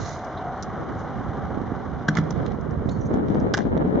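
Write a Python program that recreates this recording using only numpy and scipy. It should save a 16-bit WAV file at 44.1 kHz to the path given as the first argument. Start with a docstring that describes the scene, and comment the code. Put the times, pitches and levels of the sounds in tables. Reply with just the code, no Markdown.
"""A stunt scooter rolls over a skatepark, hops onto a hollow ledge, rides along it and lands on the
ground with a double clack. Deck and frame clang at each contact, loose parts rattle, tick and squeak,
and the ledge booms under the rider's weight. The microphone rolls along behind, probably on a
skateboard: wheels close to it roar and hum on the rough surface, and wind buffets its two ports
more and more."""
import sys
import numpy as np
from scipy import signal
from scipy.fft import rfft, irfft
from scipy.io import wavfile

SR = 44100
rng = np.random.default_rng(int(sys.argv[2]) if len(sys.argv) > 2 else 0)


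def unload_audio(sound):
    """Save the sound as a 16-bit wav file, at the path given as the first command line argument."""
    columns = np.transpose(np.atleast_2d(sound))
    # keep every value between -1 and 1, then stretch to whole-number steps
    steps = np.round(np.clip(columns, -1, 1) * 32767)
    wavfile.write(sys.argv[1], SR, steps.astype(np.int16))


N = 176400
TIME = np.arange(N) / SR
CUTOFF_HZ = 8300
HIT_LIKENESS, CRACK_T60_S = 0.75, 0.017


def from_db(db):
    """Decibels to gain."""
    return 10 ** (np.asarray(db) / 20)


def rms_one(x):
    """Scale to rms 1."""
    return x / np.sqrt(np.mean(x ** 2) + 1e-20)


def in_time(rows):
    """Each column of a curve, at every sample."""
    times_s, *columns = np.transpose(rows)
    return [np.interp(TIME, times_s, column) for column in columns]


def panned(pan_db):
    """Constant-power gains; pan is left minus right."""
    gains = from_db(np.array([[.5], [-.5]]) * pan_db)
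    return gains / np.sqrt(np.mean(gains ** 2, axis=0))


def drift(rate_hz):
    """Low-passed noise; rms 1."""
    pole = np.exp(-2 * np.pi * rate_hz / SR)
    return rms_one(signal.lfilter([1], [1, -2 * pole, pole * pole], rng.standard_normal(N + SR))[SR:])


def flicker(rate_hz, depth_db):
    """A random gain; rms 1."""
    return rms_one(from_db(depth_db * np.clip(drift(rate_hz), -2, 2)))


def noise(colour, likeness, source=None):
    """Coloured stereo noise, rms 1; likeness is left-right correlation, one value or (bass, treble)."""
    hz, db = np.transpose(colour)
    f = np.maximum(np.fft.rfftfreq(N, 1 / SR), 1)
    gain = from_db(np.interp(np.log(f), np.log(hz), db)) * f ** 2 / (f ** 2 + (hz[0] / 2) ** 2)
    source = rng.standard_normal((2, N)) if source is None else source
    mid, side = rfft(source) * gain * (f < CUTOFF_HZ)
    alike = np.interp(np.log(f), np.log([100, 1000]), np.broadcast_to(likeness, 2))
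    return rms_one(irfft(np.sqrt(1 + alike) * mid + np.sqrt(1 - alike) * side * [[1], [-1]], N))


def resonance(hz, width_hz):
    """A narrow noise band: a mode kept ringing by friction; rms 1."""
    phase = 2 * np.pi * np.cumsum(hz * np.ones(N)) / SR
    return rms_one(drift(width_hz) * np.cos(phase) + drift(width_hz) * np.sin(phase))


def decay(t60_s):
    """Half a second of exponential decay."""
    return from_db(-60 * TIME[:SR // 2] / t60_s)


def ring(hz, t60_s):
    """One struck mode."""
    return np.sin(2 * np.pi * hz * TIME[:SR // 2]) * decay(t60_s)


def place(events):
    """Sum (start, level, pan, sound) events into a stereo track."""
    out = np.zeros((2, N + SR))
    for start_s, db, pan_db, sound in events:
        i = int(start_s * SR)
        out[:, i:i + len(sound)] += from_db(db) * panned(pan_db) * sound
    return out[:, :N]


def park_scatter(sound, level_db=-13.5):
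    """Faint reflections from the ground and the ramps."""
    tail = rng.standard_normal((2, SR // 2)) * decay(t60_s=0.16)
    tail /= np.sqrt(np.sum(tail ** 2, axis=1, keepdims=True))
    return from_db(level_db) * signal.fftconvolve(sound, tail, axes=1)[:, :N]


# Each row: time in seconds, relative level in dB, pan in dB.
RUMBLE = [(0, -32, -8), (.3, -43, -1.5), (.7, -38, 0), (.95, -33.5, 0.5), (1.2, -32.5, -5.5),
          (1.55, -34, -3), (1.82, -34.5, -8.5), (1.95, -28.5, -7.5), (2.1, -36, -2.5), (2.35, -26.5, -9),
          (2.6, -30.5, -18), (2.75, -27.5, -6), (2.92, -27, -5), (3.1, -28.5, -2), (3.25, -31.5, 11),
          (3.4, -27, 2.5), (3.57, -35.5, 4.5), (3.7, -28, 4.5), (4, -33, 4)]
# Each row: frequency in Hz, relative density in dB.
RUMBLE_COLOUR = [(20, -13), (35, -2), (60, 4.5), (100, 6), (150, 4), (250, -2.5), (600, -62)]


def wind_rumble(gain_db=1):
    """Wind makes a deep, lumpy rumble."""
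    level_db, pan_db = in_time(RUMBLE)
    rumble = noise(RUMBLE_COLOUR, likeness=0.45) * flicker(25, depth_db=2.5)
    return from_db(level_db + gain_db) * panned(pan_db) * rumble


# Each row: time in seconds, relative level in dB, pan in dB.
BUFFET = [(0, -31.5, -9), (.1, -57, -2), (.3, -74, -2), (.65, -45.5, -2), (.78, -37.5, -3.5),
          (1.1, -40, -7.5), (1.6, -34, -7), (1.85, -39, -4), (2.3, -34.5, -6), (2.45, -26, -5.5),
          (2.6, -34, -4.5), (3.07, -30, -4), (3.14, -23, -5), (3.2, -24.5, 3), (3.26, -25.5, 2),
          (3.37, -24.5, 1.5), (3.51, -22.5, 2.5), (3.56, -32.5, 8), (3.61, -27, 2.5), (3.67, -25, 6),
          (3.73, -24.5, 1), (3.82, -22, -0.5), (3.89, -27, 2), (4, -21.5, -0.5)]
# Each row: frequency in Hz, relative density in dB.
BUFFET_COLOUR = [(60, -17.5), (130, -6), (190, -1.5), (280, -2.5), (450, -6), (700, -14), (1000, -20.5),
                 (1600, -28), (2400, -39.5), (4000, -51.5), (7500, -78)]


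def wind_buffeting(gain_db=2, pops_per_s=500, pop_spread_db=5, pop_share=0.49):
    """Turbulence: uneven pops on smooth noise, with separate eddies at each port."""
    level_db, pan_db = in_time(BUFFET)
    eddies = np.array([flicker(25, depth_db=2.4) for port in range(2)])
    sizes = from_db(pop_spread_db * np.minimum(rng.exponential(1, (2, N)), 3.5))
    signs = rng.choice([-1, 1], (2, N))
    pops = rms_one(sizes * signs * (rng.random((2, N)) < pops_per_s / SR))
    turbulence = np.sqrt(pop_share) * pops + np.sqrt(1 - pop_share) * rng.standard_normal((2, N))
    buffet = noise(BUFFET_COLOUR, likeness=(0.71, -0.3), source=turbulence)
    return from_db(level_db + gain_db) * panned(pan_db) * buffet * eddies


# Each row: start in seconds, level in dB, pan in dB.
BUMPS = [(1.574, -10.5, -12), (1.616, -12, -11), (1.719, -10.5, -12), (2.858, -10.5, -8), (3.1413, -6, 5),
         (3.173, -9.5, -22), (3.302, -8.5, 19), (3.482, -15.5, 17), (3.752, -15, -6.5), (3.847, -12.5, 1),
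         (3.875, -10, 16)]


def wind_bumps():
    """Single gusts bump the ports."""
    return place((s, db, pan, ring(hz=248, t60_s=0.025)) for s, db, pan in BUMPS)


# Each row: time in seconds, relative level in dB.
ROAR = [(0, -38), (.3, -37), (.9, -36.5), (1.2, -37), (1.42, -38), (1.7, -38.5), (2.05, -40.5), (2.3, -40),
        (2.5, -41), (2.8, -43), (3.2, -46), (4, -58)]
# Each row: frequency in Hz, relative density in dB.
ROAR_COLOUR = [(60, 2), (250, 3), (600, 1), (900, 0), (1150, 0.5), (1500, -4), (1700, -9.5), (2000, -13.5),
               (2400, -25.5), (3000, -25), (4200, -37.5), (6000, -34.5), (7500, -47.5)]
# Each row: time in seconds, level in dB, pitch in Hz.
WHEEL_HUM = [(0, -41, 702.3), (.3, -39.5, 720), (.42, -34.5, 734), (.6, -37, 745), (.8, -44.5, 720),
             (1.05, -41, 770), (1.5, -40, 770), (1.65, -42, 759), (2.2, -44.5, 717), (4, -67, 711)]


def near_wheels(roar_gain_db=2.5):
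    """Wheels close to the microphone roar on the grit and hum at their own resonance."""
    roar_db, = in_time(ROAR)
    hum_db, hum_hz = in_time(WHEEL_HUM)
    roar = noise(ROAR_COLOUR, likeness=0.98) * flicker(48, depth_db=1.17)
    hum = resonance(hum_hz, width_hz=62)
    return from_db(roar_db + roar_gain_db) * roar + from_db(hum_db) * hum


# Each row: time in seconds, level in dB.
SCUFF = [(0, -44), (.08, -41), (.14, -45.5), (.22, -58.5), (.4, -69.5), (.95, -76), (.995, -54),
         (1.08, -73.5), (2.85, -79), (2.9, -60.5), (3.15, -67.5), (3.2, -77), (3.4, -65), (3.55, -77)]
# Each row: frequency in Hz, relative density in dB.
SCUFF_COLOUR = [(2000, -2), (3200, -14), (4000, -3.5), (5000, -4.5), (5900, -3), (6700, -5.5), (7500, -23)]


def scuffing():
    """Bright friction hiss, from the push-off to the scrape off the ledge."""
    level_db, = in_time(SCUFF)
    hiss = noise(SCUFF_COLOUR, HIT_LIKENESS) * flicker(120, depth_db=1.5)
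    return from_db(level_db) * panned(pan_db=-6) * hiss


# Each row: start in seconds, length in seconds, pitch in Hz, level in dB.
SQUEAKS = [(0.366, 0.026, 3780, -51.5), (2.889, 0.0098, 4010, -42.5), (2.895, .09, 4390, -58.5),
           (2.905, 0.028, 6630, -61), (3.005, 0.037, 5980, -60), (3.051, 0.025, 6100, -55)]


def squeaks(purity=0.08):
    """Scratchy stick-slip squeaks; longer ones are purer."""
    stick_slip = flicker(83, depth_db=3)
    out = np.zeros(N)
    for start_s, length_s, hz, db in SQUEAKS:
        progress = np.clip((TIME - start_s) / length_s, 0, 1)
        swell = np.sqrt(np.abs(np.sin(np.pi * progress)))
        out += from_db(db) * swell * stick_slip * resonance(hz, width_hz=1 / (purity * length_s))
    return out


# Each row: time in seconds, level in dB.
RATTLE = [(0, -55), (2.1, -58.5), (2.18, -40.5), (2.23, -52.5), (2.42, -56), (2.48, -51), (2.56, -62),
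          (3.1, -65.5), (3.14, -60), (3.22, -70), (3.3, -57), (3.42, -61.5), (3.52, -68), (3.59, -50),
          (3.65, -52), (3.73, -70), (4, -61)]
# Each row: frequency in Hz, relative density in dB.
RATTLE_COLOUR = [(500, -5), (1300, -10), (2000, 3), (2800, -3), (3800, -3.5), (5000, -8), (6000, -9.5),
                 (7500, -28.5)]


def frame_rattle():
    """Grit and rattling in the frame."""
    level_db, = in_time(RATTLE)
    return from_db(level_db) * noise(RATTLE_COLOUR, likeness=0.39) * flicker(160, depth_db=3)


# Each row: start in seconds, level in dB, pan in dB, bright share from 0 to 1.
TICKS = [(0.246, -41.5, 1, 0.85), (0.625, -30, -3, 1), (0.631, -36.5, 7, 1), (2.306, -29, -15, 0.64),
         (2.463, -32, 1, 0), (2.519, -42.5, -1, 0), (2.61, -48.5, -14, .8), (2.709, -50, 2, 0.7),
         (2.89, -46, -6, 0.94), (3.139, -40.5, -7, 0.5), (3.284, -41.5, 1, 0.04), (3.301, -44, -10, 0.03),
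         (3.346, -41, -3, 0), (3.40, -39.5, 0, 0.46), (3.776, -40.5, -1, 0)]
# Each row: frequency in Hz, relative density in dB.
TICK_COLOUR = [(800, -17.5), (2000, -15), (3000, -13.5), (4000, -4), (5800, 6), (7500, -15)]


def ticks():
    """Loose parts tick, each a blend of a bright and a dull noise burst."""
    bright = place((s, db, pan, share * decay(t60_s=0.027)) for s, db, pan, share in TICKS)
    dull = place((s, db, pan, (1 - share) * decay(CRACK_T60_S)) for s, db, pan, share in TICKS)
    return bright * noise(TICK_COLOUR, HIT_LIKENESS) + dull * noise(RATTLE_COLOUR, HIT_LIKENESS)


# Each row: frequency in Hz, relative level in dB, T60 in seconds.
LEDGE_MODES = [(158.2, 0, 0.31), (175, -4, 0.13), (204.8, -4, 0.28), (287, -6.5, 0.19), (420, -13, 0.033)]
# Each row: start in seconds, relative level in dB.
WEIGHT_DROPS = [(2.0862, -15.5), (2.168, -24.5), (2.1856, -16), (2.305, -26), (2.463, -35)]


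def ledge_boom(low_cut_hz=120):
    """The hollow ledge booms under the rider's weight."""
    boom = sum(from_db(db) * ring(hz, t60_s) for hz, db, t60_s in LEDGE_MODES)
    boom = signal.sosfilt(signal.butter(2, low_cut_hz, "high", fs=SR, output="sos"), boom)
    return place((s, db, 0, boom) for s, db in WEIGHT_DROPS)


# Each row: start in seconds, knock level in dB.
LANDINGS = [(2.157, -15.5), (2.3072, -17.5), (2.451, -25.5), (3.1427, -20), (3.5401, -8.5), (3.576, -12.5)]
# Each row: frequency in Hz, relative density in dB.
SMACK_COLOUR = [(300, 2), (1200, 5.5), (2200, -32)]


def wheel_landings(smack_gain_db=-13):
    """A wheel meets ledge or ground with a dead knock and a gritty smack."""
    knocks = place((s, db, 0, ring(hz=475, t60_s=0.0041)) for s, db in LANDINGS)
    smack_envelope = place((s, db + smack_gain_db, 0, decay(t60_s=0.056)) for s, db in LANDINGS)
    return knocks + smack_envelope * noise(SMACK_COLOUR, HIT_LIKENESS)


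# Each row: start in seconds, crack level in dB, clang level in dB, clang pitch in Hz, pan in dB.
CLACKS = [(2.0822, -27, -24, 1410, 2), (2.0854, -20.5, -8, 1555, -1), (2.09, -30, -32, 1517, -1),
          (2.152, -27, -38, 1490, -19), (2.1694, -25.5, -18.5, 1376, -1.5), (2.1718, -29, -19.5, 2060, -9),
          (2.178, -34.5, -24, 1380, -8), (2.186, -33.5, -19.5, 1370, -3), (3.5378, -19, -48, 1580, -8),
          (3.5409, -17.5, -14, 1603, -3), (3.547, -21, -17.5, 1615, -2), (3.571, -26.5, -25.5, 1520, 4),
          (3.5772, -23.5, -24, 1605, -10), (3.588, -35, -26, 1600, -4), (3.605, -41, -28, 1650, -5)]
# Each row: frequency in Hz, relative density in dB.
CRACK_COLOUR = [(400, 0), (950, -1), (1500, 15), (2000, 1.5), (2500, 2), (3400, 1), (4200, 0), (5200, 8),
                (6000, 1), (7500, -13.5)]
# Each row: frequency in Hz, mean level against the clang in dB, T60 in seconds.
FRAME_MODES = [(1150, -19.5, 0.055), (1747, -9, 0.027), (1920, -16, 0.011), (2020, -18.5, 0.051),
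               (2830, -20.5, 0.021), (3330, -19, 0.02), (4200, -28, 0.042), (4930, -46, 0.03),
               (5750, -25, 0.046), (6850, -30.5, 0.03)]


def clacks(mode_spread_db=2.07):
    """Wheels and deck strike: a short crack and a damped clang of deck and frame."""
    crack_envelope = place((s, db, pan, decay(CRACK_T60_S)) for s, db, _, _, pan in CLACKS)
    cracks = crack_envelope * noise(CRACK_COLOUR, HIT_LIKENESS)
    clangs = []
    for start_s, _, clang_db, clang_hz, pan_db in CLACKS:
        clang = ring(clang_hz, t60_s=0.022)
        for hz, db, t60_s in FRAME_MODES:
            gain = from_db(db + rng.normal(0, mode_spread_db)) * rng.choice([-1, 1])
            clang += gain * ring(hz, t60_s)
        clangs.append((start_s, clang_db, pan_db, clang))
    return cracks + place(clangs)


def scene():
    """Scooter and ledge in the open air, over near wheels and wind."""
    scooter = clacks() + ticks() + squeaks() + scuffing()
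    ride = scooter + park_scatter(scooter) + ledge_boom() + wheel_landings()
    return ride + near_wheels() + frame_rattle() + wind_rumble() + wind_buffeting() + wind_bumps()


# Each row: centre in Hz, width in Hz.
HOUSING_NOTCHES = [(2600, 506), (4600, 560), (5430, 360)]


def record(dry, low_cut_hz=43):
    """The microphone housing cuts three narrow dips; deep bass and top are cut off."""
    for hz, width_hz in HOUSING_NOTCHES:
        dry = signal.lfilter(*signal.iirnotch(hz, hz / width_hz, fs=SR), dry)
    dry = signal.sosfilt(signal.butter(2, low_cut_hz, "high", fs=SR, output="sos"), dry)
    return signal.sosfilt(signal.cheby2(18, 72, CUTOFF_HZ, fs=SR, output="sos"), dry)


dry = scene()
out = record(dry)
unload_audio(out)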